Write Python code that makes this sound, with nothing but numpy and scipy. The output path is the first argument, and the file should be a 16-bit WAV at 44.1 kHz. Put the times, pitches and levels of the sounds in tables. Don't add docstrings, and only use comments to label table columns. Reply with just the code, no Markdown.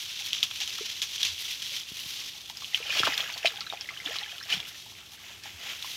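import sys
import numpy as np
from scipy import signal
from scipy.fft import rfft, irfft
from scipy.io import wavfile

SR = 44100
rng = np.random.default_rng(int(sys.argv[2]) if len(sys.argv) > 2 else 0)


def unload_audio(sound):
    columns = np.transpose(np.atleast_2d(sound))
    steps = np.round(np.clip(columns, -1, 1) * 32767)
    wavfile.write(sys.argv[1], SR, steps.astype(np.int16))


N = 262836

# start in seconds, level in dB, ring pitch in Hz, dB added to that level for
# the crackle, seconds the crackle takes to die away. To "die away" (t60) is to drop by 60 dB.
STALK_SNAPS = [(0.331, -9, 3340, -13.5, 0.013), (0.4291, -0.5, 3380, -22.5, 0.09),
               (.5118, -16.5, 3200, -25, 0.031), (.559, -23.5, 2570, -10, 0.024),
               (0.603, -20, 3260, -9.5, 0.071), (.676, -21.5, 3180, -7, 0.03),
               (.781, -18.5, 3300, -17, .03), (1.018, -10, 3460, -15, 0.14), (1.207, -15.5, 3330, -16, .03),
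               (1.2305, -2.5, 3670, -13.5, 0.021), (1.25, -13, 3460, -5.5, 0.028),
               (1.62, -24, 3230, -6.5, 0.081), (1.969, -32.5, 3260, -0.5, .026),
               (2.4972, -31.5, 3000, 0, 0.027), (2.5712, -18.5, 5000, -17, 0.036),
               (2.645, -16, 3100, -27, .017), (2.7456, -1.5, 3060, -29, 0.04),
               (3.1774, -7, 3320, -15.5, 0.029), (3.324, -32, 5030, -0.5, .04),
               (3.376, -31.5, 5140, -2, 0.088), (4.382, -21, 3150, -20, .031),
               (4.602, -16.5, 3300, -16.5, .025), (4.938, -39, 5000, -14, 0.027),
               (5.135, -31, 3480, -14, .04), (5.437, -36.5, 4900, -2, .04), (5.825, -20, 3470, -13, 0.031)]
# time of the peak in seconds, level in dB, half length in seconds,
# dB added to that level for the treble.
LEAF_BRUSHES = [(0.0, -37.5, 0.042, -11), (0.187, -38.5, 0.078, -18), (0.264, -39.5, 0.02, -8),
                (0.365, -36.5, 0.068, -21), (0.623, -32, 0.014, -24), (0.734, -38.5, 0.042, -17),
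                (0.86, -35, 0.047, -20), (1.17, -42.5, 0.051, -16), (1.256, -30.5, 0.044, -21),
                (1.422, -39.5, 0.037, -8.5), (1.515, -34.5, 0.044, -13), (1.69, -38, 0.067, -13.5),
                (1.77, -35.5, 0.036, -14), (2.05, -41.5, 0.12, -9), (2.182, -38.5, 0.1, -16.5),
                (2.633, -39, 0.031, -14.5), (2.769, -37, 0.035, -13.5), (4.685, -42, 0.014, -7.5),
                (4.8, -47, .09, -13), (5.14, -50, 0.018, -5), (5.922, -40.5, 0.15, -10.5)]
# time in seconds, level in dB.
LEAF_RUBBING = [(0, -40.5), (1.3, -40), (1.9, -42), (2.45, -45.5), (3.3, -50), (4.4, -46.5), (5.1, -52.5),
                (5.96, -55)]
RUB_TREBLE_DB, TREBLE_FOLLOWS = -58, 0.63
# time of the peak in seconds, level in dB, swell and fade in seconds.
LEG_STRIDES = [(2.8, -43.5, 0.082, .15), (2.97, -31.5, 0.089, 0.2), (3.08, -32.5, 0.034, 0.17),
               (3.2, -33.5, 0.021, 0.094), (3.47, -37.5, 0.059, 0.13), (3.73, -44.5, 0.029, 0.21),
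               (3.92, -45.5, 0.055, 0.13), (4.085, -36, 0.05, 0.21), (4.169, -51.5, 0.066, 0.051),
               (4.539, -38.5, 0.053, 0.12), (4.99, -46.5, 0.028, 0.062), (5.321, -44.5, 0.15, 0.055),
               (5.47, -42, 0.041, 0.088), (5.72, -37.5, 0.13, 0.048), (5.85, -44.5, 0.064, 0.36)]
# time in seconds, bubble strength from 0 to 1.
STIRRED_AIR = [(0, 0.6), (2.8, 1), (3.0, 0.56), (3.6, 0.8), (4.35, 0.84), (4.6, 0.65), (5.96, 0.24)]
SLOSH_DB, LAPPING_DB = -11.5, -66.5
# start in seconds, level in dB, pitch in Hz, seconds to die away.
BIG_BUBBLES = [(.207, -50, 796, .04), (.512, -32, 1350, 0.002), (.611, -46.5, 806, .03),
               (.786, -33, 1290, 0.006), (.808, -34, 408, 0.044), (1.717, -51, 555, .07),
               (2.5, -38.5, 890, 0.026), (2.621, -36.5, 1100, 0.016), (2.801, -39.5, 460, 0.049),
               (2.903, -23.5, 2420, 0.022), (2.995, -10.5, 3270, 0.0081), (3.001, -28, 436, 0.0085),
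               (3.033, -12.5, 1400, 0.0073), (3.068, -20, 1230, .014), (3.0709, -16, 1450, .012),
               (3.073, -20.5, 616, 0.013), (3.076, -22, 934, 0.023), (3.083, -35, 282, 0.03),
               (3.0998, -26, 2460, 0.012), (3.127, -22.5, 2900, .014), (3.141, -24, 4870, 0.016),
               (3.2045, -19.5, 3280, 0.019), (3.301, -23.5, 2770, .007), (3.4466, -19, 637, 0.036),
               (3.4564, -8.5, 2470, 0.0077), (3.4603, -12, 2990, 0.0068), (3.4725, -14.5, 3880, 0.012),
               (3.568, -29.5, 3480, 0.015), (3.611, -40.5, 1300, .035), (3.669, -31.5, 1480, 0.014),
               (3.6074, -17, 4420, 0.0024), (3.666, -30.5, 3930, 0.019), (3.7, -23.5, 3670, 0.019),
               (3.7253, -25.5, 980, 0.0025), (3.734, -27, 740, 0.011), (3.81, -21.5, 5180, 0.0041),
               (3.889, -24.5, 2060, 0.012), (3.906, -36.5, 1180, 0.012), (4.001, -30.5, 2080, 0.017),
               (3.973, -29.5, 3000, 0.028), (4.06, -21, 3420, 0.025), (4.061, -42, 292, .08),
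               (4.087, -40, 446, 0.048), (4.107, -35, 610, 0.024), (4.157, -33, 1220, 0.013),
               (4.186, -20, 4030, 0.009), (4.235, -24.5, 3200, 0.013), (4.316, -29.5, 3130, 0.026),
               (4.412, -33, 1530, 0.01), (4.514, -25, 2340, 0.049), (4.524, -19, 2940, 0.057),
               (5.456, -39.5, 844, 0.018), (5.845, -33.5, 1005, 0.017)]
BUBBLE_RISE_OCTAVES_PER_S = 5.6
DROP_DELAY_S, DROP_T60_S = 0.2, 0.028
DROP_DB, DROP_SPREAD_DB = 0.5, 2
DROP_LOW_HZ, DROP_HIGH_HZ, DROP_DB_PER_OCTAVE = 670, 5480, 3.5
# time of the peak in seconds, level in dB, swell and fade in seconds.
SPRAY_SWISHES = [(3.001, -27, 0.091, 0.01), (3.056, -20, 0.0056, 0.0046), (3.456, -25.5, 0.004, 0.011),
                 (3.894, -44, 0.005, 0.006), (4.167, -32, 0.03, 0.0042), (4.502, -32.5, 0.0082, 0.028),
                 (4.534, -28, 0.019, 0.021)]
# start in seconds, level in dB, pitch in Hz, seconds to die away.
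FOOT_THUDS = [(1.918, -32, 177, 0.012), (2.059, -38, 135, 0.017), (3.002, -34, 135, 0.046),
              (3.037, -27, 169, 0.0073), (4.543, -40, 180, 0.11), (4.57, -36, 176, 0.048)]
# time of the peak in seconds, level in dB, half length in seconds.
RUMBLE_SWELLS = [(1.318, -52.5, 0.057), (5.032, -57.5, 0.027), (5.537, -56, 0.047)]
# frequency in Hz, strength in dB compared with the other rows.
LEAF_TONE = [(410, -24.5), (700, -24.5), (777, -25.5), (946, -16.5), (1040, -18), (1580, -14), (2130, -7.5),
             (2460, -4), (3280, 2.5), (4860, -4.5), (5920, -3), (8310, -20), (13000, -18), (15200, -22.5),
             (16000, -31.5)]
SPRAY_TONE = [(150, -5.5), (250, -22), (686, -16.5), (1060, -18.5), (1180, -17), (1420, -17), (1730, -12),
              (2020, -9), (2280, -2), (3280, 3), (3520, -3), (5440, -7), (8120, -24.5), (13200, -27),
              (16000, -33)]
WATER_TONE = [(60, -31), (150, 2), (300, -24.5), (600, -1.5), (1400, 3), (2200, 1), (3500, -39),
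              (7000, -36)]
DROPLET_TONE = [(600, -21), (1200, -19), (2000, -6.5), (2700, -2.5), (3300, -1.5), (4300, -11), (5600, -10),
                (7000, -13.5), (8500, -29), (13000, -21), (16000, -28)]
AIR_TONE = [(25, -10), (42, -7), (60, -1), (88, 1), (130, -1.5), (250, -8), (370, -7), (520, -14.5),
            (1000, -15.5), (2500, -27), (8000, -16), (16000, -52)]
AIR_DB, CUTOFF_HZ = -59.5, 15800


def stalks():
    cracks, tearing = np.zeros((2, N))
    t = np.arange(SR // 4) / SR
    for s, db, hz, tail_db, t60 in STALK_SNAPS:
        add(cracks, s, from_db(db) * ping(hz, t60=.005, rise_octaves=0, onset_cycles=1.8))
        add(tearing, s, from_db(db + tail_db - 60 * t / t60))
    fibres = crackle(per_s=5000, spread_db=2.2)
    return from_db(-6.0) * cracks + colour(tearing * fibres, LEAF_TONE)


def leaves(body_power, treble_power):
    friction = crackle(per_s=9000, spread_db=2.0) * from_db(2.0 * drift(130))
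    flicks = swarm(low_hz=2000, high_hz=14500, cycles=10, rise_octaves=0, spread_db=13, count=2400)
    rustle = colour(friction + from_db(-12.5) * flicks, LEAF_TONE)
    body = rms_one(signal.sosfilt(signal.butter(5, 8200, fs=SR, output="sos"), rustle))
    treble = rms_one(signal.sosfilt(signal.butter(5, 8200, "high", fs=SR, output="sos"), rustle))
    catching = from_db(1.0 * drift(35))
    flicker = from_db(0.51 * drift(56))
    return catching * (np.sqrt(body_power) * body + np.sqrt(treble_power) * flicker * treble)


def brushing():
    t = np.arange(N) / SR
    rub_db = in_time(LEAF_RUBBING)
    body = from_db(rub_db) ** 2
    treble = from_db(RUB_TREBLE_DB + TREBLE_FOLLOWS * (rub_db - rub_db.mean())) ** 2
    for s, db, half, treble_db in LEAF_BRUSHES:
        swell = from_db(db) ** 2 * np.exp(-((t - s) / half) ** 2)
        body += swell
        treble += swell * from_db(treble_db) ** 2
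    return body, treble


def bubbles():
    big, small, impacts = np.zeros((3, N))
    t = np.arange(SR // 20) / SR
    for s, db, hz, t60 in BIG_BUBBLES:
        add(big, s, from_db(db) * ping(hz, t60, BUBBLE_RISE_OCTAVES_PER_S * t60, onset_cycles=1.0))
        add(impacts, s, from_db(db - 17 - 60 * t / 0.061))
    for s, db, hz, t60 in thrown_drops(per_stride=7):
        add(small, s, from_db(db) * ping(hz, t60, BUBBLE_RISE_OCTAVES_PER_S * t60, onset_cycles=0.82))
        add(impacts, s, from_db(db - 25 - 60 * t / 0.011))
    spatter = spray(impacts * rng.standard_normal(N))
    return from_db(0.5) * big + in_time(STIRRED_AIR) * small + spatter


def thrown_drops(per_stride):
    rows = []
    middle_hz = np.sqrt(DROP_LOW_HZ * DROP_HIGH_HZ)
    for s, db, _, _ in LEG_STRIDES:
        for wait, pitch, size, length in rng.random((per_stride, 4)):
            landing = s + 2 * wait * DROP_DELAY_S
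            octaves = (pitch - .5) * np.log2(DROP_HIGH_HZ / DROP_LOW_HZ)
            level_db = db + DROP_DB + DROP_DB_PER_OCTAVE * octaves + DROP_SPREAD_DB * (2 * size - 1)
            rows.append((landing, level_db, middle_hz * 2 ** octaves, DROP_T60_S * (.5 + length)))
    return rows


def wading():
    t = np.arange(N) / SR
    power = np.zeros(N)
    for s, db, swell, fade in LEG_STRIDES:
        falloff = np.where(t < s, ((s - t) / swell) ** 2, (t - s) / fade)
        power += (from_db(db) * np.exp(-falloff)) ** 2
    return power


def trickle(power):
    drops = swarm(low_hz=1300, high_hz=6800, cycles=30, rise_octaves=.15, spread_db=14, count=2000)
    drops = rms_one(colour(drops, DROPLET_TONE))
    fizz = colour(crackle(per_s=6000, spread_db=3.0), DROPLET_TONE)
    ringing = np.clip(1.05 * in_time(STIRRED_AIR), 0, 1)
    return np.sqrt(power) * (ringing * drops + np.sqrt(1 - ringing ** 2) * fizz)


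def slosh(power):
    gurgle = swarm(low_hz=350, high_hz=2600, cycles=20, rise_octaves=.2, spread_db=15, count=2000)
    ripples = crackle(per_s=3000, spread_db=2.5)
    water = in_time(STIRRED_AIR) * rms_one(colour(gurgle, WATER_TONE)) + .6 * colour(ripples, WATER_TONE)
    return np.sqrt(from_db(SLOSH_DB) ** 2 * power + from_db(LAPPING_DB) ** 2) * water


def swishes():
    t = np.arange(N) / SR
    loudness = sum(from_db(db) * np.exp(-np.maximum((s - t) / swell, (t - s) / fade))
                   for s, db, swell, fade in SPRAY_SWISHES)
    return loudness * spray(crackle(per_s=7000, spread_db=4.0))


def spray(clicks):
    return signal.sosfilt(signal.butter(3, 230, "high", fs=SR, output="sos"), colour(clicks, SPRAY_TONE))


def footfalls():
    thuds = np.zeros(N)
    for s, db, hz, t60 in FOOT_THUDS:
        add(thuds, s, from_db(db) * ping(hz, t60, rise_octaves=-0.48, onset_cycles=0.044))
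    return band(thuds, 75, 1500)


def bank_echo(sound):
    t = np.arange(SR // 4) / SR
    scatter = rng.standard_normal(len(t)) * from_db(-60 * t / 0.074) * (t > .002)
    echo = signal.fftconvolve(sound, scatter / np.linalg.norm(scatter))[:N]
    return band(echo, 230, 14000)


def air_rumble():
    t = np.arange(N) / SR
    air = from_db(AIR_DB + 1.04 * drift(8)) * colour(rng.standard_normal(N), AIR_TONE)
    swelling = sum(from_db(db) * np.exp(-((t - s) / half) ** 2) for s, db, half in RUMBLE_SWELLS)
    return air + swelling * rms_one(band(rng.standard_normal(N), 74, 91))


def ping(hz, t60, rise_octaves, onset_cycles):
    t = np.arange(int(t60 * SR) + 2) / SR
    swell = 1 - np.exp(-(t * hz / onset_cycles) ** 2)
    loudness = swell * from_db(-60 * t / t60)
    sliding_hz = hz * 2 ** (rise_octaves * t / t60)
    return loudness / loudness.max() * np.sin(2 * np.pi * np.cumsum(sliding_hz) / SR)


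def swarm(low_hz, high_hz, cycles, rise_octaves, spread_db, count):
    out = np.zeros(N)
    for when, pitch, size, length in rng.random((count, 4)):
        hz = low_hz * (high_hz / low_hz) ** pitch
        ring = ping(hz, cycles * (.5 + length) / hz, rise_octaves, onset_cycles=.8)
        add(out, when * N / SR, from_db(spread_db * size ** 4) * ring)
    return rms_one(out)


def crackle(per_s, spread_db):
    sizes = from_db(spread_db * np.minimum(rng.exponential(1, N), 4)) * rng.choice([-1, 1], N)
    return rms_one(sizes * (rng.random(N) < per_s / SR))


def drift(per_s):
    return np.interp(np.arange(N) / SR * per_s, np.arange(4096), rng.standard_normal(4096))


def colour(x, tone, size=4096):
    hz, db = np.transpose(tone)
    grid_hz = np.arange(size // 2 + 1) * SR / size
    gain = from_db(np.interp(np.log(grid_hz + 1), np.log(hz), db))
    cepstrum = irfft(np.log(rms_one(gain)))
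    cepstrum[1:size // 2] *= 2
    cepstrum[size // 2 + 1:] = 0
    return signal.oaconvolve(x, irfft(np.exp(rfft(cepstrum))))[:N]


def band(x, low_hz, high_hz):
    return signal.sosfilt(signal.butter(2, [low_hz, high_hz], "band", fs=SR, output="sos"), x + 1e-18)


def add(out, s, sound):
    start = int(np.clip(s * SR, 0, N - 1))
    out[start:start + len(sound)] += sound[:N - start]


def in_time(rows):
    return np.interp(np.arange(N) / SR, *np.transpose(rows))


def from_db(db):
    return 10 ** (np.asarray(db) / 20)


def rms_one(x):
    return x / np.sqrt(np.mean(x ** 2) + 1e-20)


def scene():
    stirred = wading()
    pushing = leaves(*brushing()) + from_db(0.05) * trickle(stirred)
    near = stalks() + bubbles() + swishes() + footfalls() + slosh(stirred)
    return (near + from_db(-6.5) * bank_echo(near) + pushing + air_rumble())[None]


def record(dry):
    heard = signal.sosfilt(signal.butter(3, 55, "high", fs=SR, output="sos"), dry)
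    return signal.sosfilt(signal.ellip(10, .1, 80, CUTOFF_HZ, fs=SR, output="sos"), heard)


dry = scene()
out = record(dry)
unload_audio(out)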